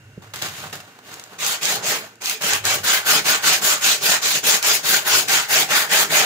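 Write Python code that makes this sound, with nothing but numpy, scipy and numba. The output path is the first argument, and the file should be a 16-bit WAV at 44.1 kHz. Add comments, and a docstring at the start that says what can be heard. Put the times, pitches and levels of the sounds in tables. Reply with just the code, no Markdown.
"""In a small, humming workshop, a sheet of abrasive cloth is rubbed over a steel blade held in a vise.
After a soft knock on the bench, the sheet rustles as it is picked up and laid in place.
Then a hand pulls it to and fro: grit scratches the steel, and the taut sheet rasps and drums along.
Now and then it snaps, as the sheet buckles or a coarse grain catches."""
import numpy as np
from scipy import signal
from scipy.fft import rfft, irfft, next_fast_len
from scipy.ndimage import uniform_filter1d
from numba import njit
import sys
import numpy as np
from scipy import signal
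from scipy.fft import rfft, irfft, next_fast_len
from scipy.io import wavfile
from scipy.ndimage import uniform_filter1d
from numba import njit

SR = 44100
rng = np.random.default_rng(int(sys.argv[2]) if len(sys.argv) > 2 else 0)


def pcm_store(signal):
    """Save signal as 16-bit PCM."""
    levels = np.round(np.clip(np.atleast_2d(signal), -1, 1) * 32767)
    wavfile.write(sys.argv[1], SR, levels.astype(np.int16).T)


N = 275625
TIME = np.arange(N) / SR
FFT_SIZE = next_fast_len(N + SR, True)
HZ = np.maximum(np.arange(FFT_SIZE // 2 + 1) * SR / FFT_SIZE, 1)
LEFT_RIGHT = np.array([[.5], [-.5]])  # splits a left-minus-right level between the two sides

# The hand's strokes, a push and a pull in turn, with levels relative to one another:
# start_s, level_db, speed_up_s, slow_down_s, rasp_db, drum_db, ring_hz
STROKES = [(1.383, -21.5, 0.077, 0.083, 0, -0.5, 3600.0), (1.608, -21, 0.053, 0.1, -3, 3.5, 3830),
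           (1.823, -20, 0.064, 0.15, 2.5, 6.5, 3770), (2.207, -22.5, 0.099, 0.12, -1, -2.5, 2680.0),
           (2.407, -19.5, 0.054, 0.1, 2, 3, 2840.0), (2.636, -18.5, 0.036, 0.11, 1.0, 2.5, 890.0),
           (2.831, -16, 0.06, 0.12, 3, -4, 3470.0), (3.052, -13.5, 0.062, 0.093, -1, 1.5, 1160),
           (3.241, -14, 0.054, 0.11, 1.5, -1.5, 1180), (3.423, -14, 0.05, 0.088, -1, -0.5, 4200),
           (3.613, -14.5, 0.067, 0.11, 0, -1.0, 1200.0), (3.809, -13.5, 0.073, 0.11, -3, -4.5, 4150),
           (4.009, -15.0, 0.085, 0.082, 1, 0, 4030.0), (4.211, -19, 0.041, 0.078, -2.5, -2.5, 4960.0),
           (4.428, -15, 0.07, 0.1, 0, 0.5, 5350.0), (4.622, -15.5, 0.042, 0.11, -1.5, -2, 5300.0),
           (4.829, -16, 0.079, 0.099, -1.5, 1.5, 4540.0), (5.048, -13.0, 0.1, 0.11, -2.5, 1, 5230),
           (5.275, -14.5, 0.043, 0.14, 1, -3, 2110.0), (5.483, -14.0, 0.069, 0.09, -1, 0, 1960),
           (5.685, -14, 0.061, 0.13, 3.5, -0.5, 1810), (5.889, -14, 0.067, 0.098, 1.5, 1, 1940),
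           (6.093, -13.5, 0.079, 0.13, 3, 1.5, 2120)]


def from_db(db):
    """Turn decibels into a number to multiply by."""
    return 10 ** (np.asarray(db) / 20)


def rms_one(x):
    """Scale a signal so that its average strength (rms) is 1."""
    return x / np.sqrt(np.mean(x ** 2) + 1e-20)


def over_time(points):
    """Join (time_s, value) points with straight lines."""
    return np.interp(TIME, *np.transpose(points))


def over_hz(points):
    """Join (pitch_hz, value) points, giving each octave the same room."""
    hz, value = np.transpose(points)
    return np.interp(np.log(HZ), np.log(hz), value)


def lifts(peaks):
    """Decibels that resonances add at each frequency."""
    return sum(db / (1 + (2 * (HZ - hz) / width) ** 2) for hz, width, db in peaks)


def filtered(x, response):
    """Turn each frequency up or down by its own gain."""
    return irfft(rfft(x, FFT_SIZE) * response, FFT_SIZE)[..., :N]


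def below(hz, order=4):
    """Gains that keep what lies below hz and fade out what lies above."""
    return 1 / (1 + (HZ / hz) ** order)


def drift(rate_hz):
    """A smooth random wobble of about size 1, worked out every 40 samples."""
    keep = np.exp(-2 * np.pi * rate_hz * 40 / SR)
    noise = rng.standard_normal(N // 40 + 2002)
    slow = signal.lfilter([1], [1, -2 * keep, keep * keep], noise)[2000:]
    return np.interp(np.arange(N) / 40, np.arange(len(slow)), rms_one(slow))


def grains(per_s, spread_db):
    """Two unrelated streams of tiny hits of uneven size."""
    sizes = from_db(spread_db * np.minimum(rng.exponential(1, (2, N)), 4))
    signs = rng.choice([-1, 1], (2, N))
    hits = rng.random((2, N)) < per_s / SR
    return rms_one(sizes * signs * hits)


def radiate(pair, spectrum_db):
    """Colour two noises as one wide source: lows reach both ears alike, highs come from different spots."""
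    # How alike the two ears' sounds are: pitch_hz, likeness (held to 0..1 below)
    likeness = [(100, 1.5), (700, 0.9), (1300, 1.2), (2000, -0.23), (3500, 0.1955), (7000, 0.08),
                (10000, 0.01)]
    alike = np.clip(over_hz(likeness), 0, 1)
    mid, side = filtered(pair, from_db(spectrum_db) * np.sqrt([1 + alike, 1 - alike]))
    return rms_one(np.array([mid + side, mid - side]))


def bursts(rows):
    """Levels that jump up and die away, from rows of start_s, level_db, fade_s (time to fall 60 dB)."""
    out = np.zeros(N)
    for start_s, db, fade_s in rows:
        first = int(start_s * SR)
        age = TIME[:min(N - first, SR // 2)]
        out[first:first + len(age)] += from_db(db - 60 * age / fade_s)
    return out


@njit
def resonance(x, hz, width):
    """Keep a band around a pitch that may move; width is a share of that pitch."""
    out = np.zeros_like(x)
    for side in range(2):
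        band, low = 0., 0.
        for i in range(x.shape[1]):
            tuning = np.tan(np.pi * hz[i] / SR)
            passed = (band + tuning * (x[side, i] - low)) / (1 + tuning * (tuning + width))
            band, low = 2 * passed - band, low + 2 * tuning * passed
            out[side, i] = width * passed
    return out


def steady_band(x, levels, hz, width):
    """A resonance that stays at one pitch while its level follows (time_s, level_db) points."""
    return from_db(over_time(levels)) * resonance(x, np.full(N, float(hz)), width)


def background(mains_hz=100, mains_db=-9, waver_db=3.0):
    """A low rumble with a wavering hum from the mains power, and faint air noise."""
    # Tone colour of the rumble and of the air: pitch_hz, level_db
    rumble_colour = [(25, -33), (55, -12), (80, -9), (100, 4), (145, -5.5), (200, -21), (400, -55),
                     (2000, -68)]
    air_colour = [(120, -23), (200, 7.5), (1220, -5), (1490, 4.5), (1630, 0.5), (2550, -5), (2750, -2),
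                  (3350, -8.5), (15000, -22)]
    # A thin, faint ring in the air noise: pitch_hz, width_hz, lift_db
    air_ring = [(2770, 50, 11)]
    # How the rumble with its hum, and the air, rise and fall: time_s, level_db
    hum_levels = [(0, -49.5), (.75, -47), (.9, -65), (2.0, -59), (2.38, -72), (2.55, -45), (2.75, -44.5),
                  (3.0, -54.5), (5.0, -57.5), (5.15, -46), (5.45, -57), (6.0, -63), (6.25, -45)]
    air_levels = [(0.1, -52.5), (1.3, -52), (2.2, -54)]
    mains = np.sqrt(2) * np.sin(2 * np.pi * mains_hz * TIME + 0.2 * drift(2.8))
    mains *= from_db(mains_db + waver_db * drift(7.2))
    rumble = radiate(rng.standard_normal((2, N)), over_hz(rumble_colour))
    air = radiate(rng.standard_normal((2, N)), over_hz(air_colour) + lifts(air_ring))
    return (rumble + mains) * from_db(over_time(hum_levels)) + air * from_db(over_time(air_levels))


def knock(start_s=0.1762, level_db=-19, contact_s=0.0027):
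    """A dull, soft bump makes the heavy bench ring for a moment."""
    # The bench's own tones: pitch_hz, relative_db, fade_s
    bench_tones = [(172, 0, 0.028), (410, -1.2, 0.017)]
    age = TIME - start_s
    ringing = sum(bursts([(start_s, level_db + db, fade_s)]) * np.sin(2 * np.pi * hz * age)
                  for hz, db, fade_s in bench_tones)
    return ringing * np.clip(age / contact_s, 0, 1)


def sheet_on_blade_db():
    """The sheet on the clamped blade favours some pitches and weakens one."""
    # Its resonances and one dip: pitch_hz, width_hz, lift_db
    sheet_rings = [(368, 28, 4), (437, 57, 6), (621, 58, 5), (800, 200, 4), (1160, 160, 1.5),
                   (1506, 220, 4.5), (1770, 100, 3), (5800, 350, -2.5)]
    return lifts(sheet_rings)


def handling(flutter_db=1.5):
    """Loose cloth slides and crackles under the fingers: each move swells, then dies away."""
    # The sheet is grabbed, bent and slid into place: start_s, level_db, swell_s, fade_s, crisp_db
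    moves = [(0.218, -41.5, .005, 0.57, -5.5), (0.3355, -30, .002, 0.14, 4.5), (0.35, -39, 0.01, 0.9, 6.5),
             (0.416, -26.5, 0.0036, 0.49, 3), (0.5, -37, 0.079, 0.69, 5), (0.62, -30.5, 0.024, 0.26, -9),
             (0.725, -30.5, 0.0044, 0.27, 0.5), (0.8, -35.5, .003, 0.056, 2), (0.81, -43.5, .04, 1, -4.5),
             (0.987, -34.5, .002, .04, -10), (1.02, -38, 0.095, 1, 0), (1.29, -36, 0.042, 0.3, -7),
             (1.74, -26, 0.022, 0.71, -14)]
    # Tone colour of the rustle: pitch_hz, level_db
    rustle_colour = [(50, -25), (120, 4), (300, -3), (700, -2), (1200, 1.5), (2500, 0.5), (4000, -1.5),
                     (5600, -6), (9000, -11), (16000, -12.5)]
    # Thin rings of the vise, stirred by the hand: pitch_hz, width_hz, lift_db
    vise_rings = [(738, 36, 5.5), (2790, 32, 4), (3720, 80, 4.5)]
    colour_db = over_hz(rustle_colour) + sheet_on_blade_db() + lifts(vise_rings)
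    cloth = radiate(grains(per_s=4000, spread_db=-1.5), colour_db) * from_db(flutter_db * drift(45))
    dull = filtered(cloth, below(1670))
    rustle_power, crackle_power = 0, 0
    for start_s, db, swell_s, fade_s, crisp_db in moves:
        swell = np.clip((TIME - start_s) / swell_s, 0, 1)
        fade_db = 60 * np.clip((TIME - start_s - swell_s) / fade_s, 0, 2)
        move = swell * from_db(db - fade_db)
        rustle_power += move ** 2
        crackle_power += (move * from_db(crisp_db)) ** 2
    return dull * np.sqrt(rustle_power) + (cloth - dull) * np.sqrt(crackle_power)


def snaps(crack_db=-2.0, crack_fade_s=.007, crack_delay_s=.0013, rattle_db=-16.0, rattle_fade_s=0.016):
    """The sheet buckles or a coarse grain catches: a bright crack with a brief rattle of the sheet."""
    # Each snap: start_s, relative_db
    snap_times = [(0.337, -39), (0.3587, -24), (0.421, -13), (0.7287, -34), (0.7537, -29), (1.1402, -24),
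                  (1.196, -28), (1.2378, -27.5), (1.4468, -15), (1.4636, -11), (1.6305, -13), (1.6536, -7),
                  (2.088, -41), (2.155, -40), (2.2186, -22), (2.2573, -12), (2.2956, -9), (2.311, -19),
                  (2.42, -17), (2.5333, -6), (2.6523, -7.5), (2.8403, -24), (4.2302, -19), (4.2482, -19),
                  (4.6265, -11.5), (4.7507, -10), (4.855, -14), (5.2836, -12)]
    # Tone colour of a snap: pitch_hz, level_db
    snap_colour = [(100, -28), (1000, -17), (4000, 11.5), (7000, 9), (16000, 0)]
    crack = bursts([(s + crack_delay_s, db + crack_db, crack_fade_s) for s, db in snap_times])
    rattle = bursts([(s, db + rattle_db, rattle_fade_s) for s, db in snap_times])
    return radiate(rng.standard_normal((2, N)), over_hz(snap_colour)) * (crack + rattle)


def hand_motion(longest_s=0.2215, turn_speed=0.15, level_db=-2.5, let_go_db_per_s=183, judder_db=1.0):
    """The hand speeds up, runs on and slows before each turn; if it rests, its pressure fades."""
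    start_s, stroke_db, speed_up_s, slow_down_s = np.transpose(STROKES)[:4]
    length_s = np.minimum(np.diff(start_s, append=np.inf), longest_s)
    stroke = np.maximum(np.searchsorted(start_s, TIME) - 1, 0)
    age, length = TIME - start_s[stroke], length_s[stroke]
    bite = np.sin(np.pi / 2 * np.clip(age / speed_up_s[stroke], 0, 1)) ** 0.85
    release = np.sin(np.pi / 2 * np.clip((length - age) / slow_down_s[stroke], 0, 1)) ** 2.41
    speed = turn_speed + (1 - turn_speed) * bite * release  # 1 is full speed
    pressure_db = stroke_db[stroke] + level_db - let_go_db_per_s * np.maximum(age - length, 0)
    force = uniform_filter1d(from_db(pressure_db) * (age > 0), size=400)
    force *= from_db(judder_db * drift(47))  # the grip is never quite even
    place = -.5 * (-1.) ** stroke * np.cos(np.pi * np.clip(age / length, 0, 1))  # -.5 back, .5 front
    return stroke, speed, force, place


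def shimmer(x, depth_db, rate_hz):
    """Narrow bands of pitch swell and fade at random, giving the scratch a shifting colour."""
    spectrum, out, lower = rfft(x, FFT_SIZE), 0, 0
    edges_hz = np.linspace(np.sqrt(300), np.sqrt(9000), 36) ** 2
    for upper in [below(hz, order=50) for hz in edges_hz] + [1]:
        band = irfft(spectrum * (upper - lower), FFT_SIZE)[:, :N]
        out += band * from_db(depth_db * drift(rate_hz))
        lower = upper
    return rms_one(out)


def sanding(ring_db=-10.5):
    """The faster the hand goes, the more grains strike the steel, and the brighter the scratch."""
    # Tone colour of grit on steel: pitch_hz, level_db
    scratch_colour = [(40, -18), (80, -27), (150, -7), (300, -8.5), (600, -4), (1200, 0), (2500, 5),
                      (4500, 2.5), (5900, -0.5), (8500, -4.5), (11500, -4.5), (16000, -5)]
    # The grit's high sizzle and the sheet's hollow rasp on the blade: time_s, relative_db
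    sizzle_levels = [(1.4, -6), (2.2, -15), (3.3, -28), (3.7, -11), (4.1, -7), (4.7, -6.5), (5.4, -29)]
    hollow_levels = [(2.6, -24), (2.95, -1), (3.35, -6), (3.6, -13), (4.7, -35), (4.95, 5), (5.2, -18),
                     (6.2, -31)]
    stroke, speed, force, place = hand_motion()
    rasp_db, drum_db, ring_hz = np.transpose(STROKES)[-3:, stroke]
    # Towards the front of its travel, the sheet rasps more, drums less and rings lower.
    rasp_db = rasp_db + 4.5 * place - 0.4
    drum_db = drum_db - 4.5 * place + 0.04
    ring_hz = ring_hz * 2 ** (-0.023 * place)
    grit = grains(per_s=5000 + 14000 * speed, spread_db=2.0)
    scratch = radiate(grit, over_hz(scratch_colour) + sheet_on_blade_db())
    scratch = shimmer(scratch, depth_db=2.5, rate_hz=14.3)
    ring = from_db(ring_db) * resonance(scratch, ring_hz, width=0.21)  # the free part of the sheet
    sizzle = steady_band(scratch, sizzle_levels, hz=6700, width=0.38)
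    hollow = steady_band(scratch, hollow_levels, hz=1530, width=0.098)
    scratch = scratch + ring + sizzle + hollow
    low, low_and_mid = filtered(scratch, below(630)), filtered(scratch, below(2000))
    hiss = (scratch - low_and_mid) * speed
    rasp = (low_and_mid - low) * from_db(rasp_db) * speed ** 0.72
    drum = low * from_db(drum_db) * speed ** 0.47  # the sheet drums even when it moves slowly
    return force * (hiss + rasp + drum)


def wall_echo(x, level_db=-9.5, fade_s=0.17, dull_hz=13000):
    """Bare walls send back a short wash of echoes, a little duller than the sound itself."""
    age = TIME[:SR // 2]
    tail = rng.standard_normal((2, len(age))) * from_db(-60 * age / fade_s) * (age > .004)
    tail /= np.sqrt(np.sum(tail ** 2, axis=1, keepdims=True))
    return from_db(level_db) * filtered(x, rfft(tail, FFT_SIZE) * below(dull_hz))


def scene():
    """All the work at the vise, in its room."""
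    # Where the sheet sounds from as the hands shift: time_s, left_minus_right_db
    sheet_position = [(1.5, 0), (2.3, -1), (2.6, 0.6), (4.3, -.5), (4.85, 2), (5.45, 0.8), (6.1, 0.6)]
    pan = from_db(over_time(sheet_position) * LEFT_RIGHT)
    work = pan * (sanding() + handling() + snaps()) + knock()
    return work + wall_echo(work) + background()


def record(dry, left_lag_s=.00015, bass_cut_hz=52, top_cut_hz=15600):
    """Two microphone openings, the left farther and brighter; peaks are rounded, deep bass and top cut."""
    # High resonances of the openings: pitch_hz, width_hz, lift_db
    opening_rings = [(6850, 1900, 6), (14800, 2100, 2.5)]
    # Balance of the two sides: pitch_hz, left_minus_right_db
    balance = [(100, -1), (400, -3), (1000, -1.3), (2500, -0.9), (7000, 0.4), (11000, 1), (14500, 6.5)]
    response = from_db(lifts(opening_rings) + over_hz(balance) * LEFT_RIGHT) * (1 - below(bass_cut_hz))
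    lag = np.exp(-2j * np.pi * HZ * np.array([[left_lag_s], [0]]))
    rounded = np.tanh(filtered(dry, response * lag))
    top_cut = signal.ellip(12, .1, 80, top_cut_hz, fs=SR, output="sos")
    return signal.sosfilt(top_cut, rounded)


dry = scene()
out = record(dry)
pcm_store(out)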